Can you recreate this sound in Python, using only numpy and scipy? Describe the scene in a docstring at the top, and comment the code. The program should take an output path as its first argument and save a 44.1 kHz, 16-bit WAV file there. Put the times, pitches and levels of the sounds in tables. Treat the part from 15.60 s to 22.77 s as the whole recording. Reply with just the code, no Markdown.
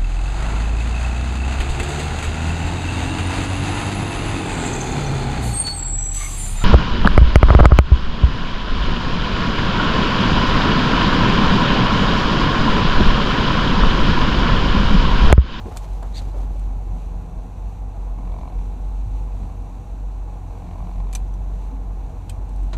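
"""In the cockpit of a small fishing boat on a calm sea, an outboard idles a few metres away, its speed hunting.
At once wavelets slap and gulp at the hull, gear rustles and tackle clicks; at half a second line rasps off a reel.
A loose panel rattles in bouts, fullest near 2.8 and 5.1 s; a deep gulp comes at 3.5 s, a low burble swell at 3.8 s.
More clicks follow from 5.5 s and a rod butt knocks on the hull at 7.1 s; the cooling jet hisses throughout.
Firing pulses and sines make the engine, filtered noise the hiss and rubbing, damped modes the struck parts."""
import sys
import numpy as np
from scipy import signal
from scipy.fft import rfft, irfft
from scipy.io import wavfile
from scipy.ndimage import uniform_filter1d

SR = 44100
rng = np.random.default_rng(int(sys.argv[2]) if len(sys.argv) > 2 else 0)


def master_out(mix):
    """Clip the mix to full scale and print it as 16-bit PCM to the path in sys.argv[1]."""
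    frames = np.transpose(np.atleast_2d(mix))
    ceiling = np.clip(frames, -1, 1)
    pcm = np.round(ceiling * 32767).astype(np.int16)
    wavfile.write(sys.argv[1], SR, pcm)


N = 316197
TIME = np.arange(N) / SR


def undb(db):
    """Decibels to gain."""
    return 10 ** (np.asarray(db) / 20)


def unit(x):
    """Scale to rms 1."""
    return x / np.sqrt(np.mean(x ** 2))


def crest(x):
    """Scale to peak 1."""
    return x / np.max(np.abs(x))


def curve(rows):
    """Each column of a table as a line through time."""
    s, *columns = np.transpose(rows)
    return [np.interp(TIME, s, column) for column in columns]


def walk(rate):
    """Smooth chance with spread 1, changing about rate times a second."""
    k = max(int(SR / rate), 1)
    steps = rng.standard_normal(size=1024).take(np.arange(N) // k, mode="wrap")
    return unit(uniform_filter1d(uniform_filter1d(steps, k), k))


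def colour(x, points, size=8192):
    """Causal minimum-phase filter whose spectrum follows (Hz, dB) points."""
    hz, db = np.transpose(points)
    bin_hz = np.arange(size // 2 + 1) * SR / size
    gain = undb(np.interp(np.log(bin_hz + 1), np.log(hz), db))
    # folding the cepstrum forward in time makes the filter causal
    cepstrum = irfft(np.log(gain))
    cepstrum[1:size // 2] *= 2
    cepstrum[size // 2 + 1:] = 0
    impulse = irfft(np.exp(rfft(cepstrum)))
    return signal.fftconvolve(x, impulse)[:len(x)]


def fade(t60, size=12000):
    """A free decay that falls 60 dB in t60 seconds."""
    return np.exp(-np.log(1000) * TIME[:size] / t60)


def ring(modes, size=12000):
    """Damped modes start from rest after one blow; neighbours swing in opposite directions."""
    out = 0
    for k, (hz, db, t60) in enumerate(modes):
        swing = np.sin(2 * np.pi * hz * TIME[:size])
        out = out + (-1) ** k * undb(db) * fade(t60) * swing
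    return out


def burst(t60, tail_t60, tail_db, size=12000):
    """A crack of noise and its weaker, longer scatter around the cockpit."""
    return rng.standard_normal(size) * (fade(t60) + undb(tail_db) * fade(tail_t60))


def add(out, s, x):
    """Mix x in at s seconds."""
    i = int(s * SR)
    out[i:i + len(x)] += x[:max(N - i, 0)]


def firings(turns, scatter_db, jitter_s):
    """One pulse per firing, each with its own size and delay."""
    at = np.flatnonzero(np.diff(np.floor(turns)))
    chance = rng.standard_normal((512, 2))[:len(at)]
    delay = (jitter_s * SR * chance[:, 1]).astype(int)
    pulses = np.zeros(N)
    pulses[np.clip(at + delay, 0, N - 1)] = undb(scatter_db * chance[:, 0])
    return pulses


def cycle_noise(turns, size=1920):
    """Noise that comes round again every two firings, as the same parts meet in the same order."""
    return np.interp(turns / 2 * size, np.arange(size), rng.standard_normal(size), period=size)


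# exhaust drone, before the first overtone row's own level: time_s, level_db
DRONE_LEVEL = [(0.0, -31), (0.1, -36), (0.17, -30), (.26, -28.5), (0.31, -24.5), (.45, -25), (0.8, -21.5),
               (1.1, -23), (1.6, -26), (1.69, -40), (1.78, -22.5), (1.87, -35), (1.945, -29), (2.1, -24),
               (2.17, -30.5), (2.25, -24.5), (2.34, -30), (2.42, -24.5), (2.68, -24), (2.9, -30),
               (2.98, -20), (3.12, -27), (3.3, -24), (3.65, -22.5), (3.92, -26), (4.15, -32), (4.22, -31.5),
               (4.32, -29), (4.42, -25.5), (4.9, -29), (5.12, -33), (5.32, -24), (5.62, -23), (6.3, -25.5),
               (6.44, -26), (6.52, -34.5), (6.58, -25.5), (6.66, -35), (6.76, -26), (6.94, -26.5),
               (7.01, -21), (7.17, -24)]
# the drone and its overtones: multiple of the firing rate, level_db, roughness (0-1)
OVERTONES = [(1, -0.5, 0.05), (1.5, -22.5, 0.85), (2, -18.5, 0.05), (3.5, -24, 0.36), (4, -29, 0.06),
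             (5.5, -29.5, 0.64), (10.5, -33, 0.32), (14.5, -35.5, 0.72), (16.5, -29.5, 0.45),
             (18.4, -30.5, 0.56)]
# resonances of the exhaust housing, which lift overtones that come near: pitch_hz, width_hz, lift_db
HOUSING = [(88.9, 7.9, 6), (177.9, 7.9, 7)]
# swell and sinking of the hum from overtones 3.5 and 4: time_s, lift_db
HUM_LIFT = [(0, -4.5), (.9, 1.5), (1.7, 3), (2.3, -1.5), (2.85, 3.5), (3.6, 2), (4.4, -5.5), (5.1, 0.5),
            (5.8, 4), (6.3, -1.5), (7.17, -2.5)]
THROB_DB, THROB_HZ = -43, 6.7  # uneven combustion: size, counted like the drone level, and mean rate
OVERTONE_DB = -27.5  # the level that the overtones above the first are counted from
ROUGH_HZ = 35.97  # how fast a rough overtone flutters


def drone(turns, firing_hz):
    """The muffled exhaust: nearly a sine at the firing rate, with overtones that resonate or break up roughly."""
    level_db, = curve(DRONE_LEVEL)
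    throb = np.sin(2 * np.pi * np.cumsum(THROB_HZ * (1 + 0.15 * walk(rate=7))) / SR)
    fundamental = undb(level_db) + undb(THROB_DB) * throb
    hum_db, = curve(HUM_LIFT)
    out = 0
    for k, db, rough in OVERTONES:
        sway = 0.05 * (k > 1) * walk(rate=8)  # phase drift in turns
        scatter = walk(rate=ROUGH_HZ) + 1j * walk(rate=ROUGH_HZ)
        flutter = np.sqrt(1 - rough) + np.sqrt(rough / 2) * scatter
        lift_db = 0
        for hz, width, peak_db in HOUSING:
            lift_db = lift_db + peak_db / (1 + (2 * (k * firing_hz - hz) / width) ** 2)
        overtone = undb(OVERTONE_DB + lift_db + hum_db * (3 < k < 5) + walk(rate=6.5))
        size = fundamental if k == 1 else overtone
        wave = np.imag(flutter * np.exp(2j * np.pi * (k * turns + sway)))
        out = out + undb(db) * size * np.sqrt(2) * wave
    return out


# how hard the exhaust churns the water: time_s, level_db
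CHURN_LEVEL = [(0, -37.5), (.4, -37.5), (.8, -35), (1.3, -35.5), (2.4, -38.5), (2.8, -34.5), (3.4, -38),
               (3.85, -35.5), (4.5, -40), (5.2, -34.5), (5.5, -37.5), (6.1, -36.5), (7.17, -36)]
# colour of the churned water: pitch_hz, level_db
BURBLE_COLOUR = [(8, -28), (18, -6.5), (30, -2), (42, -2.5), (55, -2), (64, 4.5), (72, 1), (82, 0),
                 (102, 0), (125, -6.5), (160, -9.5), (178, -6), (198, -15), (255, -12), (330, -16.5),
                 (400, -23.5), (600, -58.5)]


def burble(turns):
    """Uneven puffs of exhaust churn the water behind the transom."""
    level_db, = curve(CHURN_LEVEL)
    puffs = unit(firings(turns, scatter_db=4, jitter_s=0.0021))
    gas = colour(undb(-10.5) * puffs + rng.standard_normal(N), BURBLE_COLOUR)
    return unit(gas) * undb(level_db)


# colour of the noise under the cowling: pitch_hz, level_db
MACHINERY_COLOUR = [(200, -14), (330, -6), (480, 2), (630, -0.5), (785, -1.5), (825, 4), (880, -3.5),
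                    (920, -3.5), (1030, -2.5), (1230, -11.5), (1500, -15.5), (1900, -23), (2400, -25.5),
                    (3000, -36.5), (5000, -51.5)]
MACHINERY_DB = -47.5  # mean level of the idle
CLATTER_DB = -11.5  # noise that repeats with every engine cycle, against the steady noise
NOTCH_SHARE = 0.7  # how much of one narrow band a reflection cancels


def machinery(turns):
    """Valve gear and intake under the cowling pulse with each firing; a reflection thins one narrow band."""
    pulse = 1 + 0.037 * np.cos(2 * np.pi * turns)
    clatter_gain = undb(CLATTER_DB + 2 * walk(rate=4.22))
    clatter = clatter_gain * cycle_noise(turns + 0.011 * walk(rate=6))
    wash = colour(pulse * (rng.standard_normal(N) + clatter), MACHINERY_COLOUR)
    notched = signal.lfilter(*signal.iirnotch(548, 9, SR), wash)
    wash = wash + NOTCH_SHARE * (notched - wash)
    return unit(wash) * undb(MACHINERY_DB + 0.5 * walk(rate=14))


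# bouts of rattling: loudest_s, swell_s, dying_s, level_db (of the ring, without the dry crack)
RATTLE_BOUTS = [(.12, 0.13, 0.11, -52.5), (2.8, 0.21, 0.24, -47.5), (3.87, 0.21, 0.067, -52),
                (5.12, 0.21, 0.45, -47.5), (6.7, 0.17, 0.39, -63)]
# the panel's hardest strikes: start_s, peak_db (of the ring)
PANEL_STRIKES = [(2.586, -33.5), (2.696, -32.5), (2.74, -31), (2.763, -31.5), (2.832, -28.5), (2.854, -32),
                 (2.876, -29), (3.875, -43), (4.038, -39), (4.908, -39), (4.952, -35), (5.021, -33.5),
                 (5.088, -33), (5.156, -33), (5.203, -31.5), (5.224, -34.5), (5.27, -31.5), (5.292, -33.5),
                 (5.313, -33), (5.423, -42), (6.307, -37)]
# modes of the loose panel: pitch_hz, level_db, t60_s
PANEL_MODES = [(699, 3, 0.012), (885, 2, 0.0077), (1023, 1.5, 0.012), (2287, -12.5, 0.011)]
# colour of the panel's dry crack: pitch_hz, level_db
PANEL_CRACK_COLOUR = [(300, -15), (700, -9), (1050, -3), (1500, -10.5), (2350, -8.5), (3000, -14.5),
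                      (4100, -13), (5300, -25), (9000, -31), (15000, -52)]
TAP_REST_DB = -66.5  # between bouts the panel barely ticks
CHATTER_S, CHATTER_DB = 0.007, 1  # each tap breaks into chatter: decay time, level against the clean tap
CRACK_DB, STRIKE_CRACK_DB = -13.5, -17  # dry crack against the ring, in light taps and hard strikes


def rattle(turns):
    """A loose panel taps once per firing in bouts; now and then a hard strike takes a tap's place."""
    force = undb(TAP_REST_DB)
    for s, swell_s, dying_s, db in RATTLE_BOUTS:
        width_s = np.where(TIME < s, swell_s, dying_s)
        force = force + undb(db) * np.exp(-((TIME - s) / width_s) ** 2)
    modes = ring(PANEL_MODES)
    age = TIME[:len(modes)]
    tap = crest(modes * age)  # a soft contact lets the ring swell in
    # keep the light taps in step with the hard ones, and leave out those that a hard one replaces
    strike_s = np.transpose(PANEL_STRIKES)[0]
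    lag = np.unwrap(np.interp(strike_s, TIME, turns) % 1, period=1)
    beat = turns - np.interp(TIME, strike_s, lag)
    light = ~np.isin(np.round(beat), np.round(np.interp(strike_s, TIME, beat)))
    taps = light * firings(beat, scatter_db=2, jitter_s=0.0005)
    chatter = signal.fftconvolve(taps, np.exp(-age / CHATTER_S))[:N] * rng.standard_normal(N)
    contact = unit(taps) + undb(CHATTER_DB) * unit(chatter)
    ringing = unit(signal.fftconvolve(contact, tap)[:N])
    cracking = unit(colour(chatter, PANEL_CRACK_COLOUR))
    out = force * (ringing + undb(CRACK_DB) * cracking)
    for s, db in PANEL_STRIKES:
        noise = burst(t60=0.016, tail_t60=0.089, tail_db=-26)
        crack = crest(colour(noise, PANEL_CRACK_COLOUR))
        add(out, s, undb(db) * (tap + undb(STRIKE_CRACK_DB) * crack))
    return out


# clicks of the tackle, and at 2.885 s a bright tick of the rattling panel:
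# start_s, peak_db, pitch_hz of the struck part, part_db of that note against the dry snap
CLICKS = [(0.163, -38, 8400, -19), (0.1709, -24.5, 2400, -16), (0.1748, -35, 6940, -7),
          (0.333, -46, 7150, -20), (0.429, -39.5, 7150, -15), (0.715, -47, 4060, 2),
          (.9952, -44, 8400, -10), (2.885, -49, 4120, 4), (5.529, -30.5, 7880, -8), (5.534, -29, 2400, -9),
          (5.5509, -19, 8500, -12), (5.5536, -23, 6090, 6), (5.5576, -24.5, 2400, -9),
          (5.739, -44.5, 6000, -2), (6.695, -32.5, 3130, 0), (6.6966, -28, 8400, -6),
          (6.701, -36.5, 2500, 4), (6.706, -37, 3180, -5), (6.8931, -45, 8400, -15),
          (6.961, -45, 8390, -15), (7.032, -47, 8390, -14)]
# colour of a click's dry snap: pitch_hz, level_db
SNAP_COLOUR = [(500, -3), (1700, -4.5), (2450, -4), (3300, -3), (4200, 0), (5400, -6), (6200, -4),
               (7200, 0), (8400, -0.5), (9300, -1.5), (10200, -9), (11700, -9), (13000, -9), (15500, -45)]
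# modes of the reel's frame, which ring in every click: pitch_hz, level_db, t60_s
REEL_MODES = [(2400, -1.5, 0.035), (3020, -1, 0.033), (3550, -3, 0.04), (4130, -15, 0.04),
              (6020, -3, 0.035), (6200, -15, 0.03), (7130, 0, 0.023), (7850, 2, 0.031), (8400, -16, 0.024),
              (9140, -4, .025), (11140, 0.5, 0.019), (11770, -8, 0.05), (12250, -8, .025)]
# a rod butt knocks on the hull and rebounds: start_s, crack_peak_db, ring_peak_db
KNOCKS = [(7.1309, -27, -27.5), (7.139, -39, -28)]
# colour of the knock's crack: pitch_hz, level_db
HULL_COLOUR = [(150, -19), (350, -2), (900, 0.5), (1400, -1), (2300, -4), (2900, -8), (4000, -5),
               (5300, -15), (6800, -11.5), (8500, -19), (10000, -26), (15000, -45)]
# modes of the knocked hull: pitch_hz, level_db, t60_s
HULL_MODES = [(330.7, 3.5, 0.23), (665, 7, .2), (945, 1, 0.14), (1065, -1, .15), (1250, -10, .13),
              (1400, 0, .08), (1810, -3, 0.031), (2327, -2, 0.04), (3340, -12, .035), (3890, -2, .04),
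              (6600, -10, .03)]


def clicks_and_knocks():
    """A click is a dry snap, a metallic ring and the struck part's note; a rod butt rings the hull."""
    out = np.zeros(N)
    frame = undb(-3.5) * crest(ring(REEL_MODES))
    for s, db, part_hz, part_db in CLICKS:
        snap = crest(colour(burst(t60=0.012, tail_t60=0.099, tail_db=-13.5), SNAP_COLOUR))
        part = ring([(part_hz, part_db, 0.03)])
        add(out, s, undb(db) * crest(snap + frame + part))
    for s, crack_db, ring_db in KNOCKS:
        crack = crest(colour(burst(t60=0.08, tail_t60=0.14, tail_db=-12), HULL_COLOUR))
        add(out, s, undb(crack_db) * crack)
        add(out, s, undb(ring_db) * crest(ring(HULL_MODES)))
    return out


# colour of the line's scrape: pitch_hz, level_db
RASP_COLOUR = [(700, -15), (1300, -18), (1800, 0), (3100, -5), (3800, 5.5), (4550, 2), (5200, -14),
               (6000, -3.5), (8500, -7.5), (10000, -19), (12000, -16), (15000, -36)]
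RASP_S, RASP_ATTACK_S, RASP_HOLD_S, RASP_RELEASE_S = 0.535, 0.037, 0.0085, 0.0287
RASP_DB, RASP_RING_DB = -39.5, -2  # mean scrape level at full pull; the whine against the scrape
RASP_CATCHES_PER_S, RASP_HISS_DB = 700, 9  # density of catches; the smooth hiss against them
# the spool's whine rises with the speed of the line: lowest pitch, rise at full pull, rate of its flutter
RASP_PITCH_HZ, RASP_RISE_HZ, RASP_WIDTH_HZ = 3680, 1000, 560


def rasp():
    """Line slips off a reel in a quick, uneven run of tiny catches; the spool whines up and down with the pull."""
    corners_s = np.cumsum([RASP_S, RASP_ATTACK_S, RASP_HOLD_S, RASP_RELEASE_S])
    pull = np.interp(TIME, corners_s, [0, 1, 1, 0])
    catches = (rng.random(N) < RASP_CATCHES_PER_S / SR) * rng.choice([-1, 1], N)
    friction = unit(catches) + undb(RASP_HISS_DB) * rng.standard_normal(N)
    scrape = unit(colour(friction, RASP_COLOUR))
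    phase = 2 * np.pi * np.cumsum(RASP_PITCH_HZ + RASP_RISE_HZ * pull) / SR
    whine = walk(rate=RASP_WIDTH_HZ) * np.sin(phase) + walk(rate=RASP_WIDTH_HZ) * np.cos(phase)
    level = undb(RASP_DB + 1.6 * walk(rate=220))
    return (scrape + undb(RASP_RING_DB) * whine) * pull * level


# colour of the rubbing gear: pitch_hz, level_db
RUSTLE_COLOUR = [(250, -5), (450, -1.5), (800, 9), (1400, -8), (2500, -11), (4200, -11.5), (5200, -16),
                 (6200, -13), (9500, -21), (12000, -21), (15000, -30)]
RUSTLE_DB, RUSTLE_HOLD_S, RUSTLE_RELEASE_S = -50, 0.7, 0.31  # mean level while held; decay time constant


def rustle():
    """An angler's clothes and gear rub in uneven, gritty strokes, then settle."""
    grit = (rng.random(N) < 900 / SR) * rng.standard_normal(N)
    rubbing = rng.standard_normal(N) + undb(-2.0) * unit(grit)
    sound = unit(colour(rubbing, RUSTLE_COLOUR))
    envelope = np.exp(-np.maximum(TIME - RUSTLE_HOLD_S, 0) / RUSTLE_RELEASE_S)
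    return sound * envelope * undb(RUSTLE_DB + 2.9 * walk(rate=35.3))


# wavelets slapping dully against the hull, and at 3.811 s a low swell of the exhaust burble:
# start_s, t60_s, peak_db, pitch_hz of the band's middle
SLAPS = [(0.057, 0.05, -30, 260), (0.057, .05, -39, 856), (.083, .05, -31, 520), (.11, 0.055, -31, 450),
         (.112, 0.13, -35, 810), (.165, 0.046, -31, 860), (0.425, 0.063, -36, 328),
         (.425, 0.17, -30.5, 610), (0.427, 0.28, -41, 990), (.608, .09, -35, 480), (.652, .16, -39, 383),
         (0.741, 0.28, -31.5, 480), (0.819, .16, -41, 332), (3.811, 0.29, -32, 170.2)]
SLAP_SPREAD = 1.47  # the band reaches this factor below and above its middle


def slaps():
    """Each slap, and the one burble swell, is a decaying burst of noise in one broad band."""
    out = np.zeros(N)
    for s, t60, db, hz in SLAPS:
        edges_hz = hz * np.array([1 / SLAP_SPREAD, SLAP_SPREAD])
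        band = signal.butter(2, edges_hz, "band", fs=SR, output="sos")
        thud = signal.sosfilt(band, burst(t60=t60, tail_t60=0.23, tail_db=-39))
        add(out, s, undb(db) * crest(thud))
    return out


# wavelets gulping under the hull: start_s, t60_s, peak_db, pitch_hz at the start
GULPS = [(0.055, 0.022, -29.5, 204), (0.063, 0.045, -34, 417), (.08, 0.029, -29.5, 378),
         (.426, 0.04, -34, 605), (0.752, 0.067, -39, 377), (.765, 0.057, -39, 495), (.955, .05, -38, 557),
         (1.33, .25, -35.5, 154), (2.585, 0.12, -32.5, 240), (3.46, .25, -24, 95.4),
         (6.125, 0.18, -35, 253.5)]
GULP_RISE, GULP_ATTACK_S = 0.4, 0.0019  # share the pitch rises in each t60, for two of them; swell time


def gulps():
    """A wavelet traps a pocket of air under the hull, which rings and rises in pitch as it shrinks."""
    out = np.zeros(N)
    for s, t60, db, hz in GULPS:
        decay = fade(t60)
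        age = TIME[:len(decay)]
        cycles = np.cumsum(hz * (1 + GULP_RISE * np.minimum(age / t60, 2))) / SR
        swell = (1 - np.exp(-age / GULP_ATTACK_S)) ** 2
        add(out, s, undb(db) * crest(swell * decay * np.sin(2 * np.pi * cycles)))
    return out


# colour of the falling spray: pitch_hz, level_db
JET_COLOUR = [(1200, -13), (2000, 0.5), (2600, 7), (3100, -1.5), (4050, 2.5), (4800, -6), (5350, -9.5),
              (5850, 2), (6400, -0.5), (8300, -4), (9800, -10), (11900, -10), (13000, -14.5), (15500, -30)]
JET_DB = -61.5  # mean level


def jet():
    """The cooling jet falls on the sea as a fine, dense spray of drops."""
    drops = (rng.random(N) < 3000 / SR) * rng.standard_normal(N)
    spray = colour(rng.standard_normal(N) + undb(-4.0) * unit(drops), JET_COLOUR)
    return unit(spray) * undb(JET_DB + 0.85 * walk(rate=14))


# hunting engine speed: time_s, firing_hz (firings per second)
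ENGINE_SPEED = [(0, 45.54), (.5, 46.5), (.85, 46.9), (1.28, 45.4), (1.5, 45.74), (1.7, 43.82),
                (2.05, 47.52), (2.4, 46.05), (2.8, 44.27), (3.0, 45.66), (3.15, 45.52), (3.3, 46.9),
                (3.6, 47.34), (4.05, 45.3), (4.32, 47.6), (4.7, 45.9), (5.0, 44.05), (5.4, 44.8),
                (5.85, 46.93), (6.15, 47.33), (6.65, 44.87), (6.9, 46.98), (7.17, 46.13)]


def scene():
    """One crankshaft times the engine's drone, burble, machinery and rattle; gear and water sound around it."""
    firing_hz, = curve(ENGINE_SPEED)
    turns = np.cumsum(firing_hz) / SR  # one turn is one firing
    engine = drone(turns, firing_hz) + burble(turns) + machinery(turns) + rattle(turns)
    gear = clicks_and_knocks() + rasp() + rustle()
    water = slaps() + gulps() + jet()
    return (engine + gear + water)[None]


TOP_HZ = 15000


def record(dry):
    """One microphone channel: a steep low-pass cuts the top."""
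    return signal.sosfilt(signal.ellip(8, 0.2, 70, TOP_HZ, fs=SR, output="sos"), dry)


dry = scene()
out = record(dry)
master_out(out)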